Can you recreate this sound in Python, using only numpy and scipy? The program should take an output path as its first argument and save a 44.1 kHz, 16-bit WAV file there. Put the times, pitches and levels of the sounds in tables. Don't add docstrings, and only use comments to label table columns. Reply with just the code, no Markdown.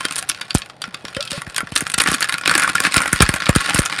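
import sys
import numpy as np
from scipy import signal
from scipy.fft import rfft, irfft
from scipy.io import wavfile
from scipy.ndimage import uniform_filter1d

SR = 44100
rng = np.random.default_rng(int(sys.argv[2]) if len(sys.argv) > 2 else 0)


def waveform_to_disk(signal):
    frames = np.transpose(np.atleast_2d(signal))
    scaled = np.clip(frames, -1, 1) * 32767
    samples = np.round(scaled).astype(np.int16)
    wavfile.write(sys.argv[1], SR, samples)


N = 176400


def amp(db):
    return 10 ** (np.asarray(db) / 20)


def curve_at(points, hz):
    frequency, value = np.transpose(points)
    return np.interp(np.log(hz + 1), np.log(frequency + 1), value)


def add(mix, start_s, sound):
    span = mix[max(round(start_s * SR), 0):][:len(sound)]
    span += sound[:len(span)]


def minimum_phase(colour, size=2048):
    log_gain = np.log(amp(curve_at(colour, abs(np.fft.fftfreq(size, 1 / SR)))))
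    return np.fft.ifft(np.exp(np.conj(signal.hilbert(log_gain)))).real[:size // 2]


def unit_attack(x):
    return x / np.sqrt(np.mean(x[:, :220] ** 2, axis=1, keepdims=True) + 1e-20)


# frequency_hz, density_db
ROOM_TONE_SPECTRUM = [(20, -15), (60, -8.5), (140, 5.5), (260, -8), (750, -2), (1400, -17), (4000, -19.5),
                      (9000, -41), (15000, -59)]

def room_tone(level_db=-47):
    gain = amp(curve_at(ROOM_TONE_SPECTRUM, np.fft.rfftfreq(N, 1 / SR)))
    air = irfft(rfft(rng.standard_normal(N)) * gain, N)
    return amp(level_db) * air / air.std()


# pitch_hz, level_db, t60_s
BOWL_MODES = [(800, -17.5, 0.05), (1113, -6, 0.069), (1311, -0.5, 0.034), (1437, 0.5, 0.059),
              (1648, -5.5, 0.042), (1900, -1.5, 0.0094), (2340, 4, 0.013)]
WALL_MODES = [(2554, -2.5, 0.094), (3235, -3, 0.083), (3645, -5, 0.048), (3960, 7, 0.019),
              (4595, 3.5, 0.038), (5360, 5, 0.035)]
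GLASS_MODES = [(6910, 14.5, 0.014), (7630, 9.5, 0.0068), (8410, 6, 0.018), (8700, -20, 0.014),
               (9400, -14, .03), (10500, -7, 0.028)]
# frequency_hz, gain_db
BOWL_COLOUR = [(40, -22), (200, -10), (650, -17), (1000, -8), (1450, 1.5), (2300, -1.5), (3300, -20.5),
               (8000, -58)]
WALL_COLOUR = [(700, -61), (1800, -27.5), (2600, 1), (4800, -3.5), (6000, -8), (8000, -17), (16000, -55)]
GLASS_COLOUR = [(1500, -28), (4500, -13), (6300, 1.5), (8000, -4), (9300, 4.5), (10500, -11), (12500, -15),
                (14000, -23), (15500, -47)]
# level_db, ring_over_crack_db, crack_rise_s, crack_decay_s
IMPACT_PARTS = [(-3, -3.5, 0.00026, 0.0028), (-2.5, -5, 0.00047, 0.0014), (-3, -3, 0.00015, 0.0011)]

def impacts(part, count, size=2600, pitch_spread=0.031, size_spread=0.06):
    modes = (BOWL_MODES, WALL_MODES, GLASS_MODES)[part]
    colour = (BOWL_COLOUR, WALL_COLOUR, GLASS_COLOUR)[part]
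    level_db, ring_db, rise_s, decay_s = IMPACT_PARTS[part]
    t = np.arange(size) / SR
    contact = rng.standard_normal((count, size)) * (1 - np.exp(-t / rise_s)) * np.exp(-t / decay_s)
    shifts = np.exp(size_spread * np.linspace(-2, 2, 9))
    filters = np.array([minimum_phase([(hz * shift, db) for hz, db in colour]) for shift in shifts])
    picks = rng.binomial(len(shifts) - 1, .5, count)
    crack = signal.fftconvolve(contact, filters[picks], axes=1)[:, :size]
    ring = 0
    for hz, db, t60 in modes:
        weight, detune = rng.standard_normal((2, count, 1))
        tone = np.sin(2 * np.pi * hz * (1 + pitch_spread * detune) * t)
        ring = ring + weight * abs(weight) * amp(db - 60 * t / t60) * tone
    return amp(level_db) * unit_attack(unit_attack(crack) + amp(ring_db) * unit_attack(ring))


# time_s, level_db
HEAP_ACTIVITY = [(0, -29), (.2, -35.5), (.27, -40.5), (.36, -36), (.47, -41), (.6, -38), (.77, -53.5),
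                 (.87, -38), (1.01, -45.5), (1.14, -38.5), (1.33, -35), (1.5, -40), (1.58, -46),
                 (1.68, -42), (1.79, -25), (1.96, -53), (2.08, -18), (2.18, -28), (2.42, -40.5),
                 (2.52, -30.5), (2.86, -25), (3.25, -24.5), (3.44, -28), (3.62, -21), (3.76, -16.5),
                 (3.86, -26), (4, -25.5)]

def chance_contacts(per_s=400, spread_db=5.5):
    at = np.flatnonzero(rng.random(N) < per_s / SR)
    scatter_db = spread_db * np.clip(rng.standard_normal(N)[at], -2, 2)
    return at, np.interp(at / SR, *np.transpose(HEAP_ACTIVITY)) + scatter_db


def jostling(part, light, at, force_db, part_db=(-9.5, -11.5, -18.5), spread_db=3):
    out = np.zeros(N)
    picks = rng.integers(0, len(light), N)
    share_db = part_db[part] + spread_db * np.clip(rng.standard_normal(N), -2, 2)
    for i, db in zip(at, force_db):
        add(out, i / SR, amp(db + share_db[i]) * light[picks[i]])
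    return out


# start_s, bowl_db, wall_db, glass_db
MARBLE_KNOCKS = [(0.0074, -19.5, -21.5, -26.5), (0.0516, -13.5, -12.5, -17), (0.0847, -27, -26, -30),
                 (0.1094, -22.5, -21.5, -22), (0.1235, -27, -23, -21), (0.158, -36, -21, -17),
                 (0.1634, -23.5, -25, -20), (0.1823, -27, -25, -18), (0.1882, -30, -22, -17),
                 (0.2259, -24.5, -26, -25), (0.291, -27, -18, -14.5), (0.2968, -17.5, -11, -12),
                 (0.3156, -29, -21, -32), (0.3467, -33, -26.5, -38), (0.3975, -38, -39, -47),
                 (0.412, -23, -24.5, -29), (0.4155, -27.5, -21.5, -33.5), (0.5065, -24, -18, -28.0),
                 (0.5492, -19.5, -20, -9), (0.556, -41, -19, -21), (0.5615, -26, -29, -35),
                 (0.572, -27, -23, -34.0), (0.5832, -44, -31, -21.5), (0.6189, -30, -21.5, -47),
                 (0.66, -34, -37, -39), (0.6982, -30.5, -31.5, -42.5), (0.8186, -26.5, -22, -24),
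                 (0.8401, -20.5, -21, -36), (0.9443, -24, -20.5, -28.5), (1.052, -25, -22.5, -34),
                 (1.0823, -29, -26.5, -36), (1.148, -34, -22.5, -32.0), (1.1662, -22, -22, -32),
                 (1.2067, -27.5, -15.5, -36), (1.2261, -36, -18, -28), (1.2516, -40, -29, -32),
                 (1.2757, -43, -21.5, -35), (1.3075, -36, -19.5, -22.5), (1.3164, -24, -19, -23),
                 (1.3306, -38, -22, -28), (1.4182, -20.5, -30.5, -27), (1.4669, -26, -35, -41),
                 (1.4983, -30.5, -30.5, -32), (1.5455, -31, -27, -31), (1.563, -19, -15, -16),
                 (1.581, -13.5, -16, -14.5), (1.6052, -17, -28, -26.5), (1.6712, -25.5, -33.5, -44),
                 (1.7204, -36, -27.5, -29.5), (1.7553, -27, -27, -18), (1.7758, -25, -17, -13.5),
                 (1.7815, -25, -33, -18.5), (1.8074, -17.5, -22, -14.5), (1.8667, -16.5, -20.5, -23),
                 (1.8766, -43, -36, -28), (1.8995, -21.5, -24.5, -21), (1.918, -30, -26, -20.5),
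                 (2.013, -21, -18.0, -19), (2.018, -12.5, -25, -11), (2.0375, -16.5, -22, -16.5),
                 (2.06, -10.5, -23, -32), (2.0735, -15, -31, -16.5), (2.0863, -16, -17, -15.5),
                 (2.1059, -23, -23, -27), (2.116, -14, -33, -14.5), (2.129, -41, -22, -22),
                 (2.1407, -17, -15.5, -19), (2.145, -16, -19, -13), (2.2071, -17.5, -23, -15),
                 (2.2203, -13, -39, -43), (2.226, -12, -10, -13.5), (2.2435, -13.5, -18.5, -19),
                 (2.288, -23, -25, -24), (2.294, -12, -16, -21), (2.324, -15.5, -16, -21),
                 (2.3408, -12.5, -15, -22), (2.382, -22, -19.5, -24), (2.412, -21.5, -30, -28),
                 (2.436, -22, -24, -56), (2.458, -11, -10.5, -21), (2.4765, -8.5, -8, -12),
                 (2.495, -8.5, -11, -19), (2.5125, -8.5, -25, -13.5), (2.5394, -15, -19, -23),
                 (2.5522, -7, -9.5, -11.5), (2.5787, -10.5, -17, -9), (2.5973, -13.5, -21, -13),
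                 (2.6206, -13.5, -18, -19), (2.6276, -11.5, -16, -29), (2.635, -14.5, -37, -15.5),
                 (2.6768, -15.5, -26, -20.5), (2.691, -15.5, -21, -25), (2.697, -15, -18, -19),
                 (2.7537, -15.5, -15.5, -12), (2.7805, -15.5, -25, -31.0), (2.8029, -11.5, -17.5, -10),
                 (2.8212, -24, -29, -25), (2.838, -23, -17.5, -21), (2.8507, -6.5, -14, -19),
                 (2.867, -12.5, -16, -21), (2.922, -22.0, -18, -20), (2.9419, -10.5, -12, -11.5),
                 (2.962, -8, -10, -35), (2.9669, -14, -14, -7.5), (2.9796, -9, -10, -16),
                 (2.9914, -20, -25, -33), (3.004, -12.5, -29, -21), (3.0183, -14, -30, -16.5),
                 (3.0582, -11, -32, -23), (3.078, -16.5, -22, -19.5), (3.1297, -7.5, -21, -7),
                 (3.1603, -19, -23, -21), (3.205, -7.5, -5.5, -17), (3.2206, -7, -10, -8),
                 (3.224, -4.5, -16, -5), (3.2635, -15.5, -19, -35), (3.2905, -10.5, -14.5, -12.5),
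                 (3.3182, -26, -41, -40), (3.3393, -12, -20, -17), (3.3616, -17, -24, -22),
                 (3.402, -17, -21, -30), (3.4209, -14.5, -19.5, -33), (3.4574, -28, -15.5, -41),
                 (3.4662, -12, -17, -39), (3.492, -8, -12.5, -10), (3.552, -14.5, -14.5, -19),
                 (3.5605, -10, -16.5, -8.5), (3.6073, -19, -24, -21), (3.656, -39, -32, -41),
                 (3.6904, -14.5, -22, -29), (3.696, -23, -20, -18), (3.7072, -16, -18.5, -27),
                 (3.7458, -31, -20, -10), (3.7578, -18, -23, -35), (3.77, -19, -23, -27),
                 (3.779, -28, -21, -18), (3.788, -11.5, -15.5, -17), (3.7913, -24, -24, -10),
                 (3.8523, -36, -39, -19.5), (3.8591, -16.5, -17, -12.5), (3.8983, -18, -22.5, -28),
                 (3.9251, -15.5, -19, -31), (3.9879, -14.5, -18.5, -22)]

def knocks(part, light, delays_s, echoes_db, spread_db=3):
    out = np.zeros(N)
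    hits = impacts(part, len(MARBLE_KNOCKS))
    for (start_s, *part_db), hit, delays, levels in zip(MARBLE_KNOCKS, hits, delays_s, echoes_db):
        add(out, start_s, amp(part_db[part]) * hit)
        for delay_s, db in zip(delays, levels):
            level_db = part_db[part] + db + spread_db * rng.standard_normal()
            add(out, start_s + delay_s, amp(level_db) * rng.choice(light))
    return out


def touch_and_rebounds(lead_s=0.0035, gap_s=0.0054, levels_db=(-14.5, -11, -17, -23), loss_per_db=0.12):
    stretch = .5 + rng.random((len(MARBLE_KNOCKS), len(levels_db)))
    touch_s = -lead_s * stretch[:, :1]
    rebounds_s = np.cumsum(gap_s * stretch[:, 1:], axis=1)
    activity_db = np.interp(np.array(MARBLE_KNOCKS)[:, :1], *np.transpose(HEAP_ACTIVITY))
    calm_db = activity_db.max() - activity_db
    return np.hstack([touch_s, rebounds_s]), np.array(levels_db) - loss_per_db * calm_db


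# start_s, level_db, first_pitch_hz, halving_s, decay_s
SURFACE_THUDS = [(0.052, -16, 440, 0.013, 0.0027), (0.5499, -2, 443, 0.0017, 0.0091),
                 (0.879, -27, 232, 0.073, .009), (1.0449, -25, 596, 0.0015, 0.0056),
                 (1.167, -19.5, 425, 0.0022, .0087), (1.3182, -22, 450, 0.003, 0.0078),
                 (1.3777, -20, 175, .047, 0.0079), (1.4733, -21.5, 325, 0.0025, 0.0098),
                 (1.6318, -22.5, 327, 0.0073, .009), (1.7213, -20, 296, 0.0044, 0.0098),
                 (1.8212, -18, 490, 0.0028, 0.0072), (1.9796, -17, 550, 0.0018, 0.0074),
                 (2.0857, -17.5, 425, 0.0027, 0.011), (2.1189, -15.5, 425, 0.003, 0.0066),
                 (2.1407, -22, 308, 0.053, 0.013), (2.4776, -20, 432, .014, 0.015),
                 (2.5523, -20, 420, 0.031, 0.017), (2.8058, -17, 494, 0.0016, 0.0034),
                 (2.8726, -18.5, 275, .018, .004), (2.9694, -9, 470, 0.0011, 0.0081),
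                 (3.1306, -11.5, 475, .0021, 0.014), (3.2057, -1, 590, 0.0012, 0.0079),
                 (3.2273, -4.5, 149, 0.0084, 0.017), (3.2916, -8.5, 323, 0.0031, .0106),
                 (3.339, -20, 550, 0.0017, .0106), (3.493, 0, 427, .0021, .0087),
                 (3.561, -2.5, 422, 0.0026, 0.011), (3.7463, -8.5, 483, .0016, 0.0083),
                 (3.7914, -4, 378, 0.0021, 0.011)]

def thuds(rise_s=0.00022, gain_db=0.5, rough_db=-11, rough_hz=850, rough_s=0.0043):
    out, t = np.zeros(N), np.arange(SR // 10) / SR
    lowpass = signal.butter(4, rough_hz / (SR / 2), output="sos")
    grit = signal.sosfilt(lowpass, rng.standard_normal((len(SURFACE_THUDS), len(t))))
    for (start_s, db, first_hz, halving_s, decay_s), noise in zip(SURFACE_THUDS, grit / grit.std()):
        hz = first_hz / (1 + t / halving_s)
        wave = -np.exp(-(t / decay_s) ** 0.97) * np.sin(2 * np.pi * np.cumsum(hz) / SR)
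        knock = amp(rough_db) * noise * np.exp(-t / rough_s)
        add(out, start_s, amp(db + gain_db) * (1 - np.exp(-t / rise_s)) * (wave + knock))
    return out


# start_s, length_s, bowl_db, wall_db, glass_db
MARBLE_ROLLS = [(0.171, 0.03, -31.5, -33.5, -25.5), (1.303, 0.11, -38, -35, -43),
                (1.7581, 0.0081, -15, -10.5, -13), (1.938, 0.006, -16, -14.5, -13),
                (1.977, 0.013, -19.5, -19, -15.5), (1.9974, 0.011, -13.5, -11.5, -16.5),
                (2.485, 0.056, -21.5, -31, -34), (2.57, 0.051, -23, -31, -47),
                (2.618, 0.055, -25, -36, -36), (2.825, .06, -21.5, -26, -30), (2.998, 0.063, -28, -37, -38),
                (3.538, 0.19, -35.5, -34, -41.5), (3.789, 0.093, -35, -50, -61)]

def rolling(part, light, per_s=600, max_contacts=200):
    out = np.zeros(N)
    for start_s, length_s, *part_db in MARBLE_ROLLS:
        jitter, picks = rng.random((2, max_contacts))
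        times = (np.arange(max_contacts) + jitter) / per_s
        for t, pick in zip(times[times < length_s], picks):
            swell = np.sin(np.pi * t / length_s)
            add(out, start_s + t, amp(part_db[part]) * swell * light[int(pick * len(light))])
    return out


# start_s, level_db
LONE_CLINKS = [(0.4145, -19.5), (0.507, -17), (0.819, -18.5), (0.946, -26)]
# pitch_hz, level_db, t60_s
CLINK_MODES = [(3200, -12, .045), (3510, -4.5, .05), (4630, 2.5, .042)]

def clinks():
    out, t = np.zeros(N), np.arange(SR // 10) / SR
    for start_s, level_db in LONE_CLINKS:
        for hz, db, t60 in CLINK_MODES:
            envelope = rng.uniform(0.58, 1) * amp(level_db + db - 60 * t / t60)
            add(out, start_s, envelope * np.sin(2 * np.pi * hz * t))
    return out


# start_s, length_s, first_pitch_hz, last_pitch_hz, level_db
PLASTIC_SQUEAKS = [(1.166, 0.052, 500, 617, -19), (1.201, 0.086, 1350, 1293, -28),
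                   (1.329, 0.048, 538, 610, -27)]

def squeaks(ramp_s=0.0038, fade_db=-18, octave_db=-18, roughness=0.22):
    out = np.zeros(N)
    flutter = uniform_filter1d(rng.standard_normal(N), size=200)
    for start_s, length_s, first_hz, last_hz, db in PLASTIC_SQUEAKS:
        t = np.arange(0, length_s, 1 / SR)
        phase = 2 * np.pi * np.cumsum(first_hz + (last_hz - first_hz) * t / length_s) / SR
        ramps = np.minimum(np.minimum(t, length_s - t) / ramp_s, 1)
        tone = np.sin(phase) + amp(octave_db) * np.sin(2 * phase)
        add(out, start_s, ramps * amp(db + fade_db * t / length_s) * tone)
    return out * (1 + roughness * flutter / flutter.std())


# start_s, level_db, pitch_hz
HOLLOW_KNOCKS = [(1.6063, -16, 1350), (2.645, -2, 1510), (2.677, -6, 1205), (2.753, -2, 1413),
                 (2.781, -8.5, 1740)]

def hollow_knocks(rise_s=0.00044, t60_s=0.027):
    out, t = np.zeros(N), np.arange(SR // 10) / SR
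    for start_s, level_db, hz in HOLLOW_KNOCKS:
        envelope = (1 - np.exp(-t / rise_s)) * amp(level_db - 60 * t / t60_s)
        add(out, start_s, envelope * np.sin(2 * np.pi * hz * t))
    return out


# frequency_hz, t60_s
REVERB_TIMES = [(100, 0.1), (500, 0.088), (1400, 0.15), (3500, 0.15), (9000, 0.15), (15000, 0.1)]
# frequency_hz, gain_db
REVERB_COLOUR = [(100, 14.5), (1400, 3.5), (4500, -5.5), (7000, -1), (9500, -22), (14000, 6)]

def reverberation(x, build_s=0.0012):
    hz, frame_s, bands = signal.stft(rng.standard_normal(SR // 2), SR, nperseg=256)
    decay_db = 60 * frame_s / curve_at(REVERB_TIMES, hz)[:, None]
    tail = signal.istft(bands * amp(curve_at(REVERB_COLOUR, hz)[:, None] - decay_db), SR)[1]
    t = np.arange(len(tail)) / SR
    tail *= 1 - np.exp(-(t / build_s) ** 2)
    return signal.fftconvolve(x, tail / np.linalg.norm(tail))[:N]


def scene(reverb_db=-10, thud_send_db=-21):
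    contacts, rebounds = chance_contacts(), touch_and_rebounds()
    marbles = np.zeros(N)
    for part in range(3):
        light = impacts(part, count=48)
        marbles += knocks(part, light, *rebounds) + rolling(part, light) + jostling(part, light, *contacts)
    airborne = marbles + clinks() + squeaks() + hollow_knocks()
    surface = thuds()
    reflected = amp(reverb_db) * reverberation(airborne + amp(thud_send_db) * surface)
    return (airborne + surface + reflected + room_tone())[None]


# frequency_hz, gain_db
MIC_RESPONSE = [(20, -12), (45, -3), (150, 0), (400, 1), (800, 0.5), (1400, 0), (2500, -1.5), (4500, -1),
                (6500, -6.5), (9200, 1.5), (12500, 2), (16000, -9)]

def record(dry, ceiling=1.05, cutoff_hz=16200):
    coloured = signal.fftconvolve(dry, minimum_phase(MIC_RESPONSE, size=8192)[None], axes=1)[:, :N]
    saturated = coloured / (1 + (coloured / ceiling) ** 6) ** (1 / 6)
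    lowpass = signal.firwin(255, cutoff_hz, window=("kaiser", 9), fs=SR)
    return signal.oaconvolve(saturated, lowpass[None], "same")


dry = scene()
out = record(dry)
waveform_to_disk(out)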